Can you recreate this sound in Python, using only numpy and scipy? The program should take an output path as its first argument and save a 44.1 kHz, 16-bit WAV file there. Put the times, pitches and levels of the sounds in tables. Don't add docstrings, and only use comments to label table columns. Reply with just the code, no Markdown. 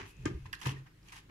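import sys
import numpy as np
from scipy import signal
from scipy.fft import rfft, irfft
from scipy.io import wavfile
from scipy.ndimage import uniform_filter1d

SR = 44100
rng = np.random.default_rng(int(sys.argv[2]) if len(sys.argv) > 2 else 0)


def boost_factor(decibels):
    exponent = np.asarray(decibels, float) / 20
    return 10 ** exponent


def master_out(mix):
    frames = np.transpose(np.atleast_2d(mix))
    ceiling = np.clip(frames, -1, 1)
    pcm = np.round(ceiling * 32767).astype(np.int16)
    wavfile.write(sys.argv[1], SR, pcm)


N = 57330

# start_s, length_s, level_db, brightness_db, peak_place (0-1 of the length)
STROKES = [(-.03, .12, -47, -9, 0), (0.045, 0.095, -73, 11.5, 0.45), (0.108, 0.58, -71.5, 2.5, 0.22),
           (0.2544, 0.039, -41.5, -6, 0), (0.4553, 0.025, -56.5, -5, 0.13), (0.53, 0.033, -57, 5, 0.2),
           (0.6136, 0.098, -52, 0.5, 0.03), (0.582, 0.046, -61.5, 2.5, 0.51),
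           (.652, 0.037, -44, -1.5, 0.15), (0.657, 0.084, -46, 0.5, 0.06), (0.729, 0.094, -65, -1.5, 0.55),
           (0.856, 0.037, -62, -11, 0.26), (1.02, 0.11, -64.5, 3.5, 0.78), (1.118, 0.039, -55, 3, 0.18),
           (1.129, 0.082, -57, 3, 0.5), (1.288, 0.024, -62.5, -14, 0.36)]
# pitch_hz, level_db
CORD_TONE = [(650, -8.5), (850, 0.5), (1040, 4), (1350, -1.5), (1750, 4.5), (2900, -6.5), (3700, -18.5),
             (6000, -19.5)]
# pitch_hz, level_db
FIBRE_TONE = [(2500, 2.5), (4000, 0), (6500, 1.5), (8500, -4), (11000, -14.5)]
# pitch_hz, level_db
FUZZ_TONE = [(6000, -29), (9000, -10.5), (11000, -3.5), (13500, -11.5), (15800, -16)]
SLIPS_PER_S, SLIP_SPREAD_DB, CLUMP_DB = 7000, 2.6, 1.6
FUZZ_SLOPE = 1.82

# time_s, level_db
SQUEAK = [(.03, -106), (.07, -66), (.15, -71.5), (.24, -73), (.3, -79), (.48, -75.5), (.55, -100)]
SQUEAK_HZ, SQUEAK_WIDTH_HZ = 2585, 290

# start_s, level_db, pitch_hz, fade_s (to -60 dB), left_over_right_db
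SNAPS = [(0.167, -63, 6100, 0.0021, 21), (.226, -59.5, 7100, .002, 3), (.256, -38, 6520, 0.0016, 21.5),
         (0.2581, -42.5, 1217, 0.055, 10.5), (0.2593, -39.5, 1605, 0.034, 2),
         (0.2593, -47.5, 2150, 0.099, 14), (.4555, -49.5, 1023, 0.024, 7), (.529, -43.5, 11600, 0.004, -19),
         (0.5292, -38, 1815, 0.0069, -8.5), (0.5315, -41, 5500, 0.00077, -11),
         (0.5282, -38, 4250, 0.005, -6.5), (0.5301, -44.5, 1063, 0.013, 7.5),
         (0.5303, -35, 2790, 0.0055, -5.5), (0.5362, -35, 1630, 0.0067, -9),
         (0.543, -41.5, 1840, 0.0091, -2), (0.5508, -46, 4280, 0.0028, 11),
         (0.6035, -51, 7000, 0.00045, -4), (0.613, -48, 9000, 0.00043, -1), (0.614, -44, 2700, 0.002, -8),
         (0.6148, -45, 5700, .002, -12), (0.6149, -48, 1010, 0.03, -8.5), (0.6308, -42.5, 2880, 0.0037, 0),
         (0.6558, -44.5, 1626, 0.02, -24.5), (.662, -32, 1006, 0.004, 10),
         (0.6708, -34.5, 2770, 0.0014, 9.5), (0.676, -66, 1960, .002, 2), (0.671, -37, 10400, 0.0024, -9.5),
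         (0.691, -49, 2780, 0.0063, -12), (0.693, -40.5, 2950, 0.012, -1), (.709, -47, 2860, .004, 0),
         (0.717, -48, 3120, 0.0077, -9), (.7625, -51, 1867, 0.082, -2), (1.03, -58, 4840, 0.0027, -5),
         (1.0857, -56.5, 2780, 0.024, -16), (1.085, -54, 6500, 0.0031, -12), (1.124, -47, 2200, 0.0038, -4),
         (1.127, -56, 1036, 0.033, 16), (1.135, -49, 1930, 0.0054, -9.5), (1.1706, -50, 2700, .003, 3),
         (1.177, -49, 2450, .002, -2),
         (.6037, -51, 11000, .001, -6), (.6145, -47, 11500, .001, -10), (.6325, -48, 11000, .002, -8),
         (.648, -47, 11500, .001, -8), (.664, -47, 12900, .001, -8), (0.6711, -39.5, 6500, 0.0023, -5),
         (0.679, -56, 7950, .001, 0), (0.71, -52, 10500, .001, -6), (0.719, -52, 11500, .001, -7),
         (0.775, -56, 1870, 0.049, -1), (1.095, -50, 2370, 0.0047, -3), (1.192, -55, 3000, 0.0036, 3)]
BURST_S, SHORTEST_S = 0.0017, 0.0005
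SPREAD, SKIRT = 0.2, 0.6
LAG_S, HANDS_CROSS_S = 0.00036, 0.5

# start_s, level_db, pitch_hz, fade_s (to -60 dB), push_s
KNOCKS = [(.0, -48.5, 391, 0.3, 0.00033), (0.2568, -13.5, 309, 0.034, 0.003),
          (0.2629, -27.5, 100, 0.073, 0.0043), (0.174, -42, 131.8, 1, 0.021),
          (.278, -38.5, 392, 0.12, 0.0051), (0.2969, -34, 334, 0.11, 0.0026),
          (.312, -31.5, 200, 0.041, 0.0032), (.342, -40, 389, 0.081, 0.0063),
          (0.37, -37.5, 333, 0.056, 0.0064), (0.347, -33.5, 67.2, 0.19, 0.0028),
          (.423, -39.5, 49.4, .15, .006), (0.452, -35.5, 91, 0.083, 0.007), (.51, -47.5, 59, 0.065, 0.01),
          (0.5293, -42, 71, 0.069, .006), (0.6574, -15, 124.4, 0.089, 0.021),
          (0.659, -31.5, 134, 0.57, 0.011), (0.668, -31, 101.6, 0.22, 0.011),
          (.662, -31.5, 354, 0.058, 0.0063), (.664, -39, 475, 0.063, 0.0043),
          (0.719, -47.5, 298.6, 0.23, 0.0072), (1.29, -49, 296, 0.16, 0.006)]
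# time_s, level_db, upper_share_db
SHUDDER = [(0, -44.5, 5), (.13, -63, 1), (.17, -40.5, -9), (.23, -34.5, -17), (.26, -32, 0),
           (.296, -34, -1.5), (.372, -39.5, -8), (.408, -51, -13), (.46, -47.5, -2.5), (.6, -57.5, 0.5),
           (.64, -43, -4.5), (.67, -39, 8.5), (.75, -40, -3.5), (.878, -57, -6.5), (1.3, -61, 6)]
# pitch_hz, width_hz, level_db
FRAME_LOW = [(47.6, 30.5, -12), (98.4, 22, -6.5), (129.2, 12.3, -6)]
# pitch_hz, width_hz, level_db
FRAME_HIGH = [(188.6, 75, -4.5), (269, 97, -6.5), (326, 67, -10), (403, 26.5, -9.5)]
HELD_S, HELD_DB_PER_S = 0.814, 502
UPPER_HZ, UPPER_LAG_S = 200, 0.00043
SWAY_DB = -16

# pitch_hz, fade_s (to -60 dB)
ROOM = [(250, 0.31), (2000, 0.32), (6000, 0.22), (14000, 0.18)]
ROOM_DB, SNAP_ROOM_DB = -8.5, -1.5

# pitch_hz, level_db (per Hz)
AIR = [(15, -32), (25, -5), (66, -11.5), (246, -19.5), (482, -23.5), (598, -32), (1850, -28.5), (2490, -32),
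       (15500, -39)]
AIR_DB, PATCHY_DB = -62.5, 1.5
# pitch_hz, likeness (0-1)
SAME = [(60, 1), (250, 0.79), (500, 0.06), (900, 0.011), (15000, 0.012)]
# pitch_hz, level_db
HUM = [(48.4, -65), (102.3, -68.5), (156.1, -70.5), (306.8, -75)]

# pitch_hz, level_db
LEFT_PORT = [(250, 0.5), (600, 1.5), (1200, 1.5), (3000, 3), (5000, 0.5), (7000, -1), (10000, -8.5),
             (15000, -9)]
# pitch_hz, level_db
RIGHT_PORT = [(250, -10), (600, 2.5), (3000, 2.5), (8500, -3), (11000, -0.5), (15000, -5.5)]
EVEN_BELOW_HZ, EDGE_HZ = 250, 15900


def evened(x):
    return x / np.sqrt(np.mean(x ** 2) + 1e-20)


def read(points, hz):
    f, value = np.transpose(points)
    return np.interp(np.log(hz + 1), np.log(f + 1), value)


def along(points, column=1):
    columns = np.transpose(points)
    return np.interp(np.arange(N) / SR, columns[0], columns[column])


def resonate(x, hz, width):
    turn = np.exp(2j * np.pi * hz * np.arange(x.shape[-1]) / SR)
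    r = np.exp(-np.pi * width / SR)
    return 2 * (turn * signal.lfilter([1 - r], [1, -r], x / turn)).real


def body(x, peaks):
    out = sum(boost_factor(db) * resonate(resonate(x, hz, w), hz, w) for hz, w, db in peaks)
    return out / np.sqrt(sum(boost_factor(2 * db) * np.pi * w / SR for hz, w, db in peaks))


def coloured(x, points):
    hz = np.fft.rfftfreq(N, 1 / SR)
    below, above = (points[0][0] / 2, -80), (points[-1][0] * 2, -80)
    gain = boost_factor(read([below] + points + [above], hz))
    return irfft(rfft(x) * evened(gain), N)


def add(mix, s, sound):
    part = mix[..., round(s * SR):][..., :sound.shape[-1]]
    part += sound[..., :part.shape[-1]]


def rubbing():
    t, power = np.arange(N) / SR, np.zeros((3, N))
    for start, length, level_db, bright_db, peak in STROKES:
        u = (t - start) / length
        shape = np.clip(np.minimum(u / peak, (1 - u) / (1 - peak)), 0, 1)
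        layer_db = level_db + np.array([[0], [bright_db - 3.0], [FUZZ_SLOPE * bright_db - 11.5]])
        power += (boost_factor(layer_db) * shape) ** 2

    chance, sign, size = rng.random((N, 3, 3)).T
    clicks = np.sign(sign - 0.5) * boost_factor(-SLIP_SPREAD_DB * np.log(size + 0.0008))
    slips = evened((chance < SLIPS_PER_S / SR) * clicks)
    clumps = boost_factor(CLUMP_DB * evened(uniform_filter1d(rng.standard_normal(N), size=130)))

    lag = round(LAG_S * SR)
    left = np.where(t > HANDS_CROSS_S, np.roll(slips[0], lag), np.roll(slips[0], -lag))
    drive = clumps * (0.3 * np.array([left, slips[0]]) + 0.92 * slips[1:])
    tones = (CORD_TONE, FIBRE_TONE, FUZZ_TONE)
    return sum(coloured(drive * np.sqrt(p), tone) for p, tone in zip(power, tones))


def squeak():
    waver = evened(uniform_filter1d(rng.standard_normal(N), size=400))
    noise = rng.standard_normal(N) * boost_factor(along(SQUEAK) + 1.8 * waver)
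    whistle = body(noise, [(SQUEAK_HZ, SQUEAK_WIDTH_HZ, 0)])
    return whistle * boost_factor(np.array([[3.0], [-6.0]]))


def snaps():
    out, t = np.zeros((2, N)), np.arange(8000) / SR
    events = SNAPS
    bursts = rng.standard_normal((len(events), 8000)) * np.exp(-t / BURST_S)
    for burst, (s, level_db, hz, fade_s, pan_db) in zip(bursts, events):
        width = np.log(1000) / np.pi / max(fade_s, SHORTEST_S)
        width += SPREAD * hz * (hz > 4000)
        ring = resonate(burst, hz, width)
        ring = resonate(resonate(ring, hz, SKIRT * hz), hz, SKIRT * hz)
        ring = ring / abs(ring).max()
        add(out[0], s + LAG_S * (s > HANDS_CROSS_S), boost_factor(level_db + pan_db / 2) * ring)
        add(out[1], s, boost_factor(level_db - pan_db / 2) * ring)
    return out


def frame():
    knocks, t = np.zeros((2, N)), np.arange(SR // 2) / SR
    for s, level_db, hz, fade_s, push_s in KNOCKS:
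        onset = (1 - np.exp(-2 * t / max(push_s, SHORTEST_S))) ** 2
        fading = boost_factor(level_db - 60 * t / fade_s)
        add(knocks[int(hz > UPPER_HZ)], s, -fading * onset * np.sin(2 * np.pi * hz * t))

    jolts = rng.standard_normal((N, 2)).T * boost_factor(along(SHUDDER) - 6.5)
    held = boost_factor(-HELD_DB_PER_S * np.maximum(np.arange(N) / SR - HELD_S, 0))
    low = knocks[0] * held + body(jolts[0], FRAME_LOW)
    upper = knocks[1] + body(jolts[1] * boost_factor(along(SHUDDER, column=2)), FRAME_HIGH)
    sway = boost_factor(SWAY_DB) * body(jolts[1], FRAME_LOW)
    return low + np.array([np.roll(upper, round(UPPER_LAG_S * SR)) + sway, upper - sway])


def room(x):
    echoes = np.zeros((2, SR // 2))
    spots = np.arange(100, SR // 2 - 20, 20)
    at = spots + rng.integers(0, 20, (2, len(spots)))
    np.put_along_axis(echoes, at, rng.choice([-1., 1.], at.shape), 1)
    hz, t, z = signal.stft(echoes, SR, nperseg=256)
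    fading = boost_factor(-60 * t / read(ROOM, hz)[:, None])
    tail = signal.istft(z * fading, SR, nperseg=256)[1]
    return signal.fftconvolve(x, tail / np.linalg.norm(tail[0]), axes=1)[:, :N]


def air():
    frames, hz = N // 256 + 5, np.fft.rfftfreq(1024, 1 / SR)
    a, b, c, d, patches = rng.standard_normal((frames, 513, 5)).T
    patches = uniform_filter1d(patches, size=12, axis=0)
    patches = evened(uniform_filter1d(patches, size=10, axis=1))
    same = np.clip(read(SAME, hz), -1, 1)[:, None]
    left = a + 1j * b
    right = same * left + np.sqrt(1 - same ** 2) * (c + 1j * d)
    z = np.array([left, right]) * boost_factor(read(AIR, hz)[:, None] + PATCHY_DB * patches)
    hiss = evened(signal.istft(z, nperseg=1024, noverlap=768)[1][:, :N])

    t = np.arange(N) / SR
    hum = sum(boost_factor(db) * np.sqrt(2) * np.sin(2 * np.pi * (f * t + rng.random())) for f, db in HUM)
    return boost_factor(AIR_DB - 3.0) * hiss + hum


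def scene():
    rub, snap = rubbing() + squeak(), snaps()
    echoes = boost_factor(ROOM_DB) * room(rub + boost_factor(SNAP_ROOM_DB) * snap)
    return rub + snap + echoes + frame() + air()


def top_cut(x):
    return signal.sosfilt(signal.butter(12, 16150, fs=SR, output="sos"), x)


def record(dry):
    hz = np.fft.rfftfreq(N, 1 / SR)
    port_db = np.array([read(LEFT_PORT, hz), read(RIGHT_PORT, hz)])
    port_db = port_db * np.clip(hz / EVEN_BELOW_HZ - 1, 0, 1)
    edge = np.clip((EDGE_HZ - hz) / 250 + 0.01, 0.01, 1)
    mix = irfft(rfft(dry) * boost_factor(port_db) * edge, N)
    return top_cut(mix)


dry = scene()
out = record(dry)
master_out(out)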